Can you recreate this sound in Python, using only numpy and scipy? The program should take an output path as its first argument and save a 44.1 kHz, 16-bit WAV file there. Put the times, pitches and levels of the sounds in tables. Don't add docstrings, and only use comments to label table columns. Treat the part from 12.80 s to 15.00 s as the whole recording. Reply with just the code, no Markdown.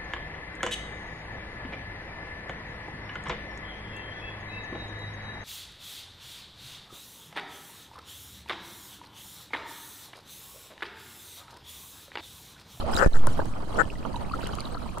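import sys
import numpy as np
from scipy import signal
from scipy.fft import rfft, irfft, next_fast_len
from scipy.io import wavfile
from scipy.ndimage import uniform_filter1d, map_coordinates

SR = 44100
rng = np.random.default_rng(int(sys.argv[2]) if len(sys.argv) > 2 else 0)


def natural_amplitude(level_db):
    exponent = np.asarray(level_db, float) / 20
    return 10 ** exponent


def generate_wav(sig):
    pcm = np.round(np.clip(np.atleast_2d(sig).T, -1, 1) * 32767).astype(np.int16)
    wavfile.write(sys.argv[1], SR, pcm)


N = 97020

# start_s, stirring_db, spray_over_stirring_db
STIRRING = [(0, -42.5, -12), (.07, -36, -24.5), (.13, -36.5, -14), (.17, -34, -8), (.25, -40, -10.5),
            (.35, -47, -5.5), (.42, -42.5, -20.5), (.52, -40.5, -13), (.62, -41.5, -14.5), (.75, -46, -18),
            (.9, -47, -14.5), (.96, -37.5, -19), (1.15, -48, -15), (1.27, -43, -20.5), (1.45, -44.5, -18.5),
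            (1.67, -42, -14.5), (1.95, -45.5, -15.5), (2.2, -48.5, -15.5)]
# pitch_hz, level_db (per Hz)
SPRAY_COLOUR = [(2000, -17), (3000, 9), (4300, 0), (9000, -0.5), (11500, -7.5), (15500, -12), (15800, -60)]


def unit(x):
    return x / np.sqrt(np.mean(x ** 2) + 1e-20)


def along(points, hz):
    f, value = np.transpose(points)
    return np.interp(np.log(hz + 1), np.log(f + 1), value)


def curves(rows):
    s, *columns = np.transpose(rows)
    return [np.interp(np.arange(N) / SR, s, column) for column in columns]


def wobble(rate):
    knots = rng.standard_normal(int(N * 60 / SR) + 4)
    return map_coordinates(knots, [np.arange(N) * min(rate, 60) / SR])


def filtered(x, response):
    size = next_fast_len(N + SR // 2)
    return irfft(rfft(x, size) * response(np.fft.rfftfreq(size, 1 / SR)), size)[..., :N]


def peak(f, hz, wide):
    return 1j * f * wide / (hz * hz - f * f + 1j * f * wide)


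def left_right(db, pan_db):
    return natural_amplitude([[db + pan_db / 2], [db - pan_db / 2]])


def rush(spectrum, alike, patchy_db):
    noise = signal.stft(rng.standard_normal((3, N)), nperseg=256)[2]
    patches = uniform_filter1d(rng.standard_normal(noise.shape[1:]), size=4, axis=0)
    patches = unit(uniform_filter1d(patches, size=5, axis=1))
    noise = signal.istft(noise * natural_amplitude(patchy_db * patches), nperseg=256)[1][:, :N]
    alike = np.clip(alike, 0, 1)
    stereo = np.sqrt(1 - alike) * noise[:2] + np.sqrt(alike) * noise[2]
    return unit(filtered(stereo, lambda hz: natural_amplitude(along(spectrum, hz))))


def grains(s, db, hz, pan_db, cycles, size):
    turns = hz[:, None] * np.arange(size) / SR
    tone = np.sin(2 * np.pi * turns * (1 + .02 * turns / cycles))
    tone = tone * np.exp(-turns / cycles) * (1 - np.exp(-turns / 1.2)) ** 2
    at = (np.round(s * SR).astype(int)[:, None] + np.arange(size)).ravel()
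    sides = []
    for side in (1, -1):
        gain = natural_amplitude(db + side * pan_db / 2)[:, None]
        sides.append(np.bincount(at, (gain * tone).ravel(), N + size)[:N])
    return np.array(sides)


def swarm(count, hz, spread, cycles, scatter_db, size):
    r = rng.standard_normal((count, 3))
    s = rng.random(count) * N / SR
    db = scatter_db * np.clip(r[:, 2], -2, 2)
    pitch_hz = np.clip(hz * np.exp(spread * r[:, 0]), 100, SR / 3)
    return unit(grains(s, db, pitch_hz, 5 * r[:, 1], cycles, size))


def slosh():
    # pitch_hz, level_db (per Hz)
    slosh_colour = [(88, 1), (150, -48), (211, -1), (367, -1.5), (1280, -4), (1570, -15), (3550, -26.5),
                    (4270, -32), (6000, -52), (7800, -89), (13200, -120)]
    gurgle = swarm(count=900, hz=907, spread=0.485, cycles=2.4, scatter_db=-1.5, size=800)
    return natural_amplitude(2.5) * rush(slosh_colour, 0.029, patchy_db=4.0) + natural_amplitude(-9) * gurgle


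def trickle(spray_db):
    # middle_s, extra_db
    gushes = [
        (1.66, 6.4),
        (1.8, 7.6),
    ]
    gush_s, stroke_s, growth_db_per_s = 0.022, 0.92, 10.5
    t = np.arange(N) / SR
    drips = swarm(count=3600, hz=3320, spread=0.247, cycles=4.2, scatter_db=6.0, size=300)
    drips = filtered(drips, lambda f: (1 + 0.66 * peak(f, 4460, 1100)) / (1 + (f / 5400) ** 10))
    gush_db = sum(db * np.exp(-((t - s) / gush_s) ** 2) for s, db in gushes)
    growth_db = growth_db_per_s * np.clip(t - stroke_s, 0, .7)
    follow_db = 0.4 * (spray_db - spray_db.mean())
    return natural_amplitude(-21 + growth_db + follow_db) * natural_amplitude(gush_db) * drips


def spray():
    fizz = swarm(count=2500, hz=6480, spread=0.41, cycles=2.1, scatter_db=9.5, size=60)
    return natural_amplitude(3.5) * rush(SPRAY_COLOUR, 0, patchy_db=5.5) + natural_amplitude(-6) * fizz


def water():
    stir_db, spray_db = curves(STIRRING)
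    lumps_db = 0.1 * wobble(14.46) + 2.0 * wobble(36.14)
    spits_db = wobble(55.75)
    body = natural_amplitude(stir_db + lumps_db) * (slosh() + trickle(spray_db))
    return body + natural_amplitude(stir_db + spray_db + 0.58 * lumps_db + spits_db) * spray()


def wind():
    # pitch_hz, level_db (per Hz)
    rumble_colour = [(4.7, -65), (8.0, 5.5), (96, -6), (147, -12), (211, -12), (350, -21.5), (460, -100),
                     (770, -120)]
    stir_db, _ = curves(STIRRING)
    gusts_db = 1.2 * np.array([wobble(8.26), wobble(7.25)])
    level_db = -34 + 0.66 * (stir_db - stir_db.mean()) + gusts_db
    return natural_amplitude(level_db) * rush(rumble_colour, 0.24, patchy_db=1.0)


def far_hiss():
    return natural_amplitude(-64) * rush(SPRAY_COLOUR, 0, patchy_db=0)


def bubbles_and_drips():
    # start_s, level_db (peak),
    # pitch_hz
    bubble_rows = [(0.036, -24.5, 561), (0.078, -24, 719), (0.132, -18.5, 1293), (0.223, -17, 522),
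                   (0.235, -21.5, 517), (0.479, -25, 1270), (0.6, -25.5, 1470), (0.939, -28.5, 860),
                   (1.341, -26, 947), (1.361, -27.5, 872), (1.511, -27.5, 1060), (1.536, -19, 1246),
                   (1.58, -32, 900), (1.628, -29.5, 1350), (1.784, -26.5, 1255), (1.97, -29, 1240),
                   (2.034, -40, 581), (2.057, -30.5, 987)]
    # start_s, level_db (peak), pitch_hz
    drip_rows = [(0.1525, -27.5, 3730), (0.1655, -21.5, 3780), (0.3925, -37.5, 3300), (0.929, -48, 3270),
                 (0.9588, -42, 2730), (1.101, -32, 2490), (1.2282, -38.5, 2600), (1.3583, -35, 2850),
                 (1.3585, -35.5, 3730), (1.155, -42, 1900), (1.4255, -38, 2920), (1.6106, -48, 2860),
                 (1.6644, -36, 2780), (1.8048, -30, 4100), (1.853, -30, 3740), (1.9437, -36.5, 3820)]
    # start_s, level_db (peak), pitch_hz
    spatter_rows = [(0.1035, -41, 4430), (0.114, -38, 3480), (0.1875, -21.5, 5100), (0.2004, -37, 2730),
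                    (0.2219, -32, 2530), (0.2337, -39, 2250), (0.2444, -32.5, 2310), (0.3324, -32, 3620),
                    (0.5781, -38, 3190), (0.7362, -38, 2360), (0.804, -43, 4100), (0.8225, -44, 4560),
                    (1.053, -38.5, 2880), (1.153, -43.5, 2820), (1.1987, -47, 2950), (1.2504, -36, 2900),
                    (1.3307, -41, 4370), (1.3967, -42, 2980), (1.447, -36, 2060), (1.478, -47, 2540),
                    (1.496, -35, 2480), (1.5194, -37, 4330), (1.609, -32, 2840), (1.6294, -43, 4300),
                    (1.646, -37, 4640), (1.6568, -30, 2950), (1.6907, -43, 4370), (1.713, -46, 3000),
                    (1.7337, -34, 2970), (1.7868, -33, 2660), (1.7964, -34, 4430), (1.8124, -32, 2140),
                    (1.9789, -41, 4300), (2.0901, -38, 2300), (2.15, -48, 2720)]
    # start_s, level_db, pitch_hz
    flutter_rows = [
        (.362, -14.5, 95),
        (.47, -21.5, 107.5),
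        (.466, -26, 296),
        (.468, -14, 980),
        (.469, -26, 1820),
        (.575, -50, 274),
        (.65, -23, 104.6),
        (1.665, -21, 1770),
        (1.79, -39, 2300),
    ]
    rings = 0
    for rows, cycles in ((bubble_rows, 4.5), (drip_rows, 7.5), (spatter_rows, 4.0), (flutter_rows, 1.8)):
        s, db, hz = np.transpose(rows)
        r = rng.standard_normal((len(s), 3))
        rings = rings + grains(s, db, hz, 0.5 * r[:, 0], cycles, size=4000)
        late_s = 0.5544 * cycles / hz * np.abs(r[:, 1])
        detuned_hz = hz * (1 + 0.054 * np.clip(r[:, 2], -1.5, 1.5))
        rings = rings + grains(s + late_s, db + 1.0, detuned_hz, 4 * r[:, 1], cycles, size=4000)
    return rings


def slaps():
    # start_s, level_db (peak), left_over_right_db
    slap_rows = [(0.06, -24, -14), (0.114, -26, -7), (0.434, -24, 16), (0.467, -16.5, 9),
                 (0.516, -29.5, -15), (0.555, -68, -30), (0.573, -30.5, -17), (0.591, -16.5, -4.5),
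                 (0.615, -27, -13), (0.656, -36, 5), (0.71, -42, -11), (0.8, -30, -5),
                 (0.828, -24.5, -12.5), (0.901, -30, 2), (1.073, -32.5, -3), (1.25, -21.5, -8.5),
                 (1.436, -37, -4), (1.459, -26, -10.5), (1.591, -24.5, -10), (1.668, -31, 17),
                 (1.688, -26.5, -4), (1.82, -29.5, 5), (1.841, -31, 8), (1.921, -24, 2), (1.947, -23.5, 7),
                 (2.032, -28, -12.5), (2.17, -23, 2.5)]
    # pitch_hz, level_db (per Hz)
    slap_colour = [(120, -20), (300, 0), (1000, -2), (1500, -7), (2200, -26), (4000, -60), (6000, -120)]
    rise_s, fade_60db_s = 0.0024, 0.061
    bursts = np.zeros((2, N + 3000))
    t = np.arange(3000) / SR
    swell = natural_amplitude(-60 * t / fade_60db_s) * (1 - np.exp(-t / rise_s))
    for s, db, pan_db in slap_rows:
        start = round(s * SR)
        bursts[:, start:start + len(t)] += left_right(db, pan_db) * swell
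    return natural_amplitude(-5) * bursts[:, :N] * rush(slap_colour, 0.27, patchy_db=4.5)


def bursting_drops():
    # start_s, level_db (peak), left_over_right_db
    crack_rows = [(0.1448, -16, -18), (0.1526, -31, -9), (0.1649, -10, -2), (0.1918, -19, -8),
                  (0.2608, -25, 1), (0.277, -44, 9), (0.3446, -47, -5), (0.4694, -6, 3.5), (0.656, -20, 3),
                  (0.972, -21, -7), (1.3645, -21.5, -2), (1.671, -14.5, -4), (1.7524, -16.5, 3),
                  (1.8052, -15.5, 4), (2.1834, -16.5, -5)]
    # pitch_hz, level_db
    crack_colour = [(400, -3), (1300, -3), (2500, -7), (5000, -4), (9000, 0), (11500, -7), (13500, -18),
                    (16500, -21)]
    rise_s, fade_60db_s = 0.00078, 0.005
    cracks = np.zeros((2, N + 400))
    t = np.arange(400) / SR
    shape = natural_amplitude(-60 * t / fade_60db_s) * (1 - np.exp(-t / rise_s)) ** 2
    for s, db, pan_db in crack_rows:
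        start = round(s * SR)
        noise = rng.standard_normal((2, len(t)))
        cracks[:, start:start + len(t)] += left_right(db, pan_db) * shape * noise
    return natural_amplitude(2.5) * filtered(cracks[:, :N], lambda hz: natural_amplitude(along(crack_colour, hz)))


def finger():
    # start_s, level_db (peak)
    slip_rows = [(.1745, -13), (.1875, -15), (.191, -14), (.1973, -10), (.2025, -15), (.2078, -12),
                 (.2138, -6), (.2185, -13), (.223, -7), (.226, -7), (.2312, -9), (.237, -10), (.2455, -13),
                 (.2612, -13), (.345, -25), (.357, -25), (.368, -25), (.9885, -8), (.9933, -10),
                 (.9972, -7), (.9999, -9), (1.0035, -9), (1.0066, -8), (1.0095, -6), (1.0157, -6)]
    # pitch_hz, width_hz, level_db
    cavity = [
        (504, 76, 4.5),
        (247, 170, -17),
        (870, 250, -3),
        (1323, 220, 2.5),
        (1460, 83, -1.5),
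        (1742, 20, -1.5),
    ]
    stutter_s, slip_db, hiss_db, leak_db = 0.001158, 25.5, -25, -61
    pulses = np.zeros(N)
    for (s, db), r in zip(slip_rows, rng.standard_normal((len(slip_rows), 2))):
        pulses[round(s * SR)] += natural_amplitude(db)
        again_s = s + stutter_s * (1 + .3 * abs(r[0]))
        pulses[round(again_s * SR)] += r[1] * natural_amplitude(db) / 2
    contact = uniform_filter1d(uniform_filter1d(np.abs(pulses), size=400), size=400)
    grit, rub = np.sqrt(np.abs(contact) / 20) * rng.standard_normal((2, N))

    def cavity_response(f):
        modes = sum(natural_amplitude(db) * peak(f, hz, wide) for hz, wide, db in cavity)
        return modes * (0.12 / (1 + (f / 4000) ** 2) + 1 / (1 + (f / 1930) ** 20))

    ring = filtered(natural_amplitude(slip_db) * (pulses + grit), cavity_response)
    hiss = filtered(natural_amplitude(slip_db + hiss_db) * (rub * 3 + pulses),
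                    lambda f: peak(f, 7340, 770) * peak(f, 7340, 2 * 770))
    return (ring + hiss) * natural_amplitude([[0], [leak_db]])


def bump():
    # start_s, left_step, right_step, dies_in_s
    bump_rows = [
        (.261, .38, 0, .02),
        (.2611, .4, 0, .0006),
        (.2617, 0, -.55, .001),
        (.2627, 0, 1.05, .002),
        (.2731, 0, -.5, .002),
        (.2752, -.12, .2, .004),
    ]
    # start_s, offset (1 is full scale)
    offset_rows = [(0, .05), (.03, -.02), (.26, -.02), (.274, -.06), (.281, -.26), (.3, -.1), (.328, 0),
                   (.35, .3), (.45, .25), (.59, -.03), (.7, -.04), (1.1, -.01), (2.2, 0)]
    t = np.arange(N) / SR
    offset, = curves(offset_rows)
    steps = uniform_filter1d(np.array([offset, offset]), size=150)
    for s, left, right, dies_s in bump_rows:
        steps += np.outer([left, right], (t >= s) * np.exp(-np.clip(t - s, 0, 1) / dies_s))
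    return filtered(steps, lambda f: 1 / (1 + 1j * f / 960) ** 2)


def duck():
    # start_s, drop_db, hold_s, return_s
    duck_rows = [
        (0.277, 11, 0.028, 0.035),
        (1.046, 4.5, 0.014, 0.021),
    ]
    t = np.arange(N) / SR
    drop_db = 0
    for s, db, hold_s, back_s in duck_rows:
        drop_db = drop_db + db * (t > s) * np.clip(1 - (t - s - hold_s) / back_s, 0, 1)
    return natural_amplitude(-drop_db)


def through_ports(air):
    # pitch_hz, left_over_right_db
    port_colour = [(60, 0.5), (110, -6), (200, -13), (380, -10), (700, -10.5), (1290, 5), (2380, 1.5),
                   (4400, -15), (8120, 7.5), (15000, -1.5)]

    def response(hz):
        sides = natural_amplitude(np.outer([.5, -.5], along(port_colour, hz)))
        return sides * (1 - 0.6 * peak(hz, 3550, 450)) * (hz < 15750)

    return filtered(air, response)


def scene():
    air = (water() + wind()) * duck() + bubbles_and_drips()
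    return through_ports(air) + far_hiss() + slaps() + bursting_drops() + finger() + bump()


def band_limit(x):
    return signal.sosfilt(signal.butter(12, 16580, fs=SR, output="sos"), x)


def record(dry):
    mix = filtered(dry, lambda hz: hz < 16450)
    return band_limit(mix)


dry = scene()
out = record(dry)
generate_wav(out)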